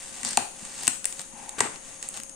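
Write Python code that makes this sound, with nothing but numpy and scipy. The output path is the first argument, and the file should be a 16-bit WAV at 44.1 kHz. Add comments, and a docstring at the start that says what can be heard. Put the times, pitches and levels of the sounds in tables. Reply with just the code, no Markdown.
"""A small room, close up: fingers press and shift taut plastic and bubble wrap around a parcel.
Creases snap in sharp ticks; three hard pops also ring the trapped air and the parcel under the film.
Each press sets off a run of fine crinkles, fingertips stick and slip, hands bump and slide on the parcel.
Behind it: low room noise, hiss, a faint hum and a thin whine that grows late."""
import sys
import numpy as np
from scipy import signal
from scipy.fft import rfft, irfft
from scipy.io import wavfile
from scipy.ndimage import uniform_filter1d

SR = 44100
rng = np.random.default_rng(int(sys.argv[2]) if len(sys.argv) > 2 else 0)


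def put_to_file(sound):
    """Save the sound as 16-bit audio at rate SR, in the file named by the first command-line argument."""
    columns = np.atleast_2d(sound).T  # one column per channel
    safe = np.clip(columns, -1, 1)
    whole_steps = np.round(safe * 32767)
    wavfile.write(sys.argv[1], SR, whole_steps.astype(np.int16))


N = 103635
T = np.arange(N) / SR

# spectra (frequency [Hz], relative density [dB])
ROOM_NOISE_SPECTRUM = [(25, 7.5), (60, -3.5), (110, -7), (210, 4.5), (400, -7), (800, -5), (1500, -13.5),
                       (3000, -13.5), (5000, -31.5), (11000, -62)]
HISS_SPECTRUM = [(2000, -15.5), (5500, -12.5), (6400, 7), (8300, -4), (9900, 6.5), (10600, -42),
                 (15000, -31)]
SLIDE_SPECTRUM = [(400, -32), (660, -9), (800, 2.5), (960, 2), (1200, -18.5), (2500, -12.5), (5000, -50)]
SCRAPE_SPECTRUM = [(1500, -21), (3000, -9), (4500, 0.5), (6200, -1), (8000, -9), (11000, -34)]
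RUB_SPECTRUM = [(50, -17), (120, 1.5), (230, 5.5), (450, 0.5), (900, 2), (1500, -0.5), (2600, -3),
                (4500, -17), (8000, -29), (11000, -67)]
CREASE_SPECTRUM = [(100, -49.5), (400, -18), (1000, -13), (2500, -9.5), (4500, -10.5), (6200, -8),
                   (7500, -2), (8600, -0.5), (9700, -11), (11300, -28.5), (14500, -27), (16000, -39)]
FLUTTER_SPECTRUM = [(60, -20), (150, -5), (450, -5.5), (900, -6), (1500, 2), (2600, -8), (3500, -19),
                    (5000, -17.5), (8400, 2.5), (10500, -21.5), (15000, -41)]
# steady tones (frequency [Hz], level [dB])
STEADY_TONES = [(538, -61), (9808, -66)]
# whine envelope (time [s], level [dB])
WHINE_LEVELS = [(0, -64), (.5, -59), (1.3, -59), (1.85, -57.5), (2.0, -53), (2.35, -52.5)]
# near-surface echoes (delay [s], left gain, right gain)
REFLECTIONS = [(.0011, .12, 0.21), (.0026, .33, 0.018)]
# finger bumps on the parcel (time [s], frequency [Hz], level [dB])
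FINGER_BUMPS = [(.234, 234, -37), (0.253, 220, -30.5), (0.319, 220, -34.5), (0.627, 196, -32.5),
                (1.192, 179, -38), (1.335, 220, -36), (2.025, 230, -53), (2.194, 217, -38)]
# fingertip drags (peak time [s], rise sigma [s], fall sigma [s], level [dB])
FINGER_DRAGS = [(.251, .002, 0.07, -37), (.85, 0.087, .02, -46), (2.165, 0.023, 0.018, -55)]
# presses (peak time [s], rise sigma [s], fall sigma [s], crinkle [dB], rub [dB])
FINGER_PRESSES = [(.03, 0.056, 0.085, -42, -54), (0.193, 0.047, 0.083, -42, -52.5),
                  (0.264, 0.0094, 0.059, -35.5, -47), (0.386, 0.0034, 0.04, -42, -39.5),
                  (0.649, 0.079, 0.072, -43.5, -53.5), (.84, 0.069, 0.062, -38, -48.5),
                  (1.07, 0.017, 0.15, -45.5, -56), (1.205, 0.018, 0.0088, -44, -54),
                  (1.42, 0.053, 0.087, -48, -53.5), (1.587, 0.0034, 0.0052, -36.5, -36),
                  (1.65, 0.042, 0.023, -42, -34.5), (1.75, 0.026, 0.015, -50, -48.5),
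                  (1.90, 0.079, 0.075, -46, -55), (2.04, 0.017, 0.052, -44.5, -54),
                  (2.171, 0.026, 0.021, -41, -48.5)]
# crease snaps (time [s], level [dB], left-right [dB], body [dB], sizzle [dB])
CREASE_SNAPS = [(.2321, -10, 6.5, -1.5, -4), (.2490, -2.5, 0, -1.5, -3), (.2577, -15, 10, -13, -8),
                (.2698, -12.5, 11, -1, -10), (.2775, -15, 11, -0.5, -4), (.2896, -11, 8, -9, -3),
                (.3088, -11.5, 8, -2, -3), (.3315, -9.5, 6, -3, -2), (.6513, -14, -2, -7.5, -7),
                (.8338, -18.5, 11, 5, 17), (.8700, -4, 3.5, 3.5, 6), (1.0435, -10.5, 6, 0.5, 2),
                (1.0546, 0.5, 6.5, -7.5, 6), (1.1257, -10, -4, -6, -6), (1.1942, -15.5, 5, 5, 4),
                (1.2084, -23, -1, -14, 2), (1.2155, -15, 0, -5, 6), (1.4926, -10, 0, -5.5, 1),
                (1.5829, -28, 1, -7, -4), (1.5920, -7, 7, -11, -2), (1.759, -24, 2, 8, -3),
                (2.0271, -9.5, -1.5, -3.5, 0), (2.0884, -6.5, 1, -16.5, 3.5), (2.1421, -19, -1, 3, 5),
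                (2.167, -19.5, 0, 2, 0), (2.1732, -19.5, 14, 3.5, 9), (2.2003, -21, 6, 5.5, 10),
                (2.2346, -14, 3, -7, 6), (2.2951, -17.5, 0, -6, -3)]
# pops (time [s], crack [dB], left-right [dB], body [dB], sizzle [dB], flutter [dB], flutter T60 [s])
HARD_POPS = [(0.3725, 4, 2, 1, 4.5, -24.5, 0.014), (0.8782, 6.5, 4, -1.5, 1.5, -20, 0.02),
             (1.6052, 1, -6, -0.5, -6, -14.5, 0.025)]
# air pocket and parcel modes after the pops (time [s], frequency [Hz], level [dB], T60 [s])
POP_RINGS = [(.3732, 2190, -7.5, 0.0072), (.3758, 722, -2.5, 0.011), (.376, 233, -25, 0.044),
             (.8788, 1490, -11.5, 0.0042), (.8815, 680, -26.5, 0.013), (.8812, 281, -23, 0.024),
             (1.6062, 892, -13.5, 0.025), (1.6054, 1760, -11, 0.0079), (1.6065, 387, -21, .032)]

ROOM_NOISE_DB, HISS_DB, HISS_TONES_PAN_DB = -56, -49, 6
WHINE_HZ, WAVER_RATIO = 6556, 0.00082
ROOM_LOW_T60_S, ROOM_HIGH_T60_S, ROOM_LOW_DB, ROOM_HIGH_DB, ROOM_ONSET_S = 0.43, 0.5, -6, -6.5, 0.0023
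BUMP_RISE_S, BUMP_T60_S, PARCEL_PAN_DB = 0.0026, 0.055, 8.5
SLIDE_START_S, SLIDE_END_S, SLIDE_EDGE_S, SLIDE_DB = 1.33, 1.57, 0.072, -52
SLIPS_PER_S = 3000
CRINKLES_PER_S, CRINKLE_SPREAD_DB, CRINKLE_PAN_DB = 1500, 1.5, 1.5
SHIVER_S, SHIVER_GAIN = 0.0006, 1.13
BODY_HZ, BRIGHT_HZ, SIZZLE_HZ = 5000, 8240, 10750
BEND_LAG_S, BEND_HZ = 0.004052, 1286
RING_RISE_S, RING_SAG_RATIO, RING_SAG_S = 0.00086, 0.34, 0.0022
LOWPASS_HZ = 15600


def amp(db):
    """Decibels to gain."""
    return 10 ** (np.asarray(db) / 20)


def pan(db):
    """Stereo gains for a left-right level difference."""
    return amp(np.array([[db], [-db]]) / 2)


def unit_rms(x):
    """Scale to rms 1."""
    return x / np.sqrt(np.mean(x ** 2))


def colour(x, spectrum):
    """Minimum-phase filter; keeps the power of white noise."""
    hz, db = np.array(spectrum, float).T
    bins_hz = np.maximum(np.arange(N + 1) * SR / (2 * N), 1)
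    gain = unit_rms(amp(np.interp(np.log(bins_hz), np.log(hz), db)))
    cepstrum = irfft(np.log(gain))[:N]
    cepstrum[1:] *= 2
    return irfft(rfft(x, 2 * N) * np.exp(rfft(cepstrum, 2 * N)))[..., :N]


def noise(correlation):
    """Partly correlated stereo white noise."""
    common = np.sqrt(correlation) * rng.standard_normal(N)
    return common + np.sqrt(1 - correlation) * rng.standard_normal((2, N))


def decay(start_s, t60_s):
    """Step onset, exponential decay."""
    return (T >= start_s) * np.exp(-np.log(1000) * np.maximum(T - start_s, 0) / t60_s)


def swell(peak_s, rise_s, fall_s):
    """Finger effort: an asymmetric Gaussian."""
    return np.exp(-((T - peak_s) / np.where(T < peak_s, rise_s, fall_s)) ** 2 / 2)


def ring(start_s, hz, rise_s, t60_s, sag=0):
    """Damped mode; starts sharp by the fraction sag, then settles."""
    age_s = np.maximum(T - start_s, 0)
    cycles = hz * (age_s + sag * RING_SAG_S * (1 - np.exp(-age_s / RING_SAG_S)))
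    return decay(start_s, t60_s) * (1 - np.exp(-age_s / rise_s)) * np.sin(2 * np.pi * cycles)


def tone(hz):
    """Sine at rms 1, slightly wavering in pitch."""
    waver = unit_rms(uniform_filter1d(rng.standard_normal(N), size=500))
    return np.sqrt(2) * np.sin(2 * np.pi * np.cumsum(hz * (1 + WAVER_RATIO * waver)) / SR)


def background():
    """Low room noise, hiss, two steady tones and a growing whine."""
    tones = sum(amp(db) * tone(hz) for hz, db in STEADY_TONES)
    whine = amp(np.interp(T, *np.array(WHINE_LEVELS).T)) * tone(WHINE_HZ)
    room_noise = amp(ROOM_NOISE_DB) * colour(noise(0.4), ROOM_NOISE_SPECTRUM) * pan(db=11)
    hiss = amp(HISS_DB) * colour(noise(0.033), HISS_SPECTRUM)
    return room_noise + (tones + whine + hiss) * pan(HISS_TONES_PAN_DB)


def room(x):
    """Direct sound, near-surface echoes and a short diffuse tail from the walls."""
    t = T[:SR // 2]
    response = 0
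    for kind, t60_s, db in ("low", ROOM_LOW_T60_S, ROOM_LOW_DB), ("high", ROOM_HIGH_T60_S, ROOM_HIGH_DB):
        crossover = signal.butter(2, 3500, kind, fs=SR, output="sos")
        band = signal.sosfilt(crossover, rng.standard_normal((2, len(t))))
        envelope = np.exp(-np.log(1000) * t / t60_s) * (1 - np.exp(-t / ROOM_ONSET_S))
        response += band * envelope * amp(db) / np.linalg.norm(envelope)
    for delay_s, left, right in REFLECTIONS:
        response[:, int(delay_s * SR)] += left, right
    return x + signal.fftconvolve(x, response, axes=1)[:, :N]


def handling():
    """Fingers bump the parcel; a sliding hand excites its hollow resonance."""
    bumps = sum(amp(db) * ring(s, hz, BUMP_RISE_S, BUMP_T60_S) for s, hz, db in FINGER_BUMPS)
    contact = np.clip(np.minimum(T - SLIDE_START_S, SLIDE_END_S - T) / SLIDE_EDGE_S + .5, 0, 1)
    slide = amp(SLIDE_DB) * colour(contact * noise(0.61), SLIDE_SPECTRUM)
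    return (bumps + slide) * pan(PARCEL_PAN_DB)


def scrapes():
    """Fingertip stick-slip on taut film: dense random impulses."""
    effort = sum(amp(db) * swell(*timing) for *timing, db in FINGER_DRAGS)
    slips = unit_rms((rng.random(N) < SLIPS_PER_S / SR) * noise(0.6))
    return colour(slips * effort, SCRAPE_SPECTRUM)


def presses():
    """Pressed film: many tiny buckles of uneven size, plus a dull rub."""
    crinkle_gain = sum(amp(db) * swell(*timing) for *timing, db, _ in FINGER_PRESSES)
    rub_gain = sum(amp(db) * swell(*timing) for *timing, _, db in FINGER_PRESSES)
    sizes = amp(CRINKLE_SPREAD_DB * np.minimum(rng.exponential(size=N), 4))
    onsets = rng.random(N) < CRINKLES_PER_S / SR
    buckles = unit_rms(onsets * sizes * np.sign(noise(0.73)))
    crinkle = colour(buckles * crinkle_gain, CREASE_SPECTRUM) * pan(CRINKLE_PAN_DB)
    rub = colour(noise(0.63) * rub_gain, RUB_SPECTRUM) * pan(db=7)
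    return crinkle + rub


def snaps(events):
    """Crease snaps: impulse plus brief film shiver. Low bending waves are slower and arrive late."""
    out = np.zeros((2, N))
    size, lead = 1024, 64  # samples
    hz = np.arange(size // 2 + 1) * SR / size
    lag_cycles = BEND_LAG_S * BEND_HZ * np.arctan(hz / BEND_HZ) + hz * lead / SR
    dispersion = np.exp(-2j * np.pi * lag_cycles)
    damping = np.exp(-T[:size] / SHIVER_S)
    for time_s, db, pan_db, body_db, sizzle_db in events:
        shiver = rng.standard_normal((2, size)) * damping * (1 - damping)
        snap = SHIVER_GAIN * shiver / np.linalg.norm(shiver, axis=1, keepdims=True)
        snap[:, 0] += 1  # impulse
        tint = amp(db + np.interp(hz, (BODY_HZ, BRIGHT_HZ, SIZZLE_HZ), (body_db, 0, sizzle_db)))
        start = int(time_s * SR) - lead
        out[:, start:start + size] += irfft(rfft(snap) * tint * dispersion) * pan(pan_db)
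    return colour(out, CREASE_SPECTRUM)


def pops():
    """Crack, film flutter, and air and parcel rings that sag in pitch as the film slackens."""
    cracks = snaps([pop[:-2] for pop in HARD_POPS])
    flutter_gain = sum(amp(db) * decay(s, t60_s) for s, *_, db, t60_s in HARD_POPS)
    flutter = colour(flutter_gain * noise(0.73), FLUTTER_SPECTRUM)
    rings = sum(amp(db) * ring(s, hz, RING_RISE_S, t60_s, RING_SAG_RATIO)
                for s, hz, db, t60_s in POP_RINGS)
    return cracks + (rings + flutter) * pan(PARCEL_PAN_DB)


def scene():
    """Handled wrap in the room, over the background."""
    return room(snaps(CREASE_SNAPS) + pops() + presses() + scrapes() + handling()) + background()


def record(dry):
    """Clip at full scale, then zero-phase low-pass."""
    lowpass = signal.ellip(8, .1, 60, LOWPASS_HZ, fs=SR, output="sos")
    return signal.sosfiltfilt(lowpass, np.clip(dry, -1, 1))


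dry = scene()
out = record(dry)
put_to_file(out)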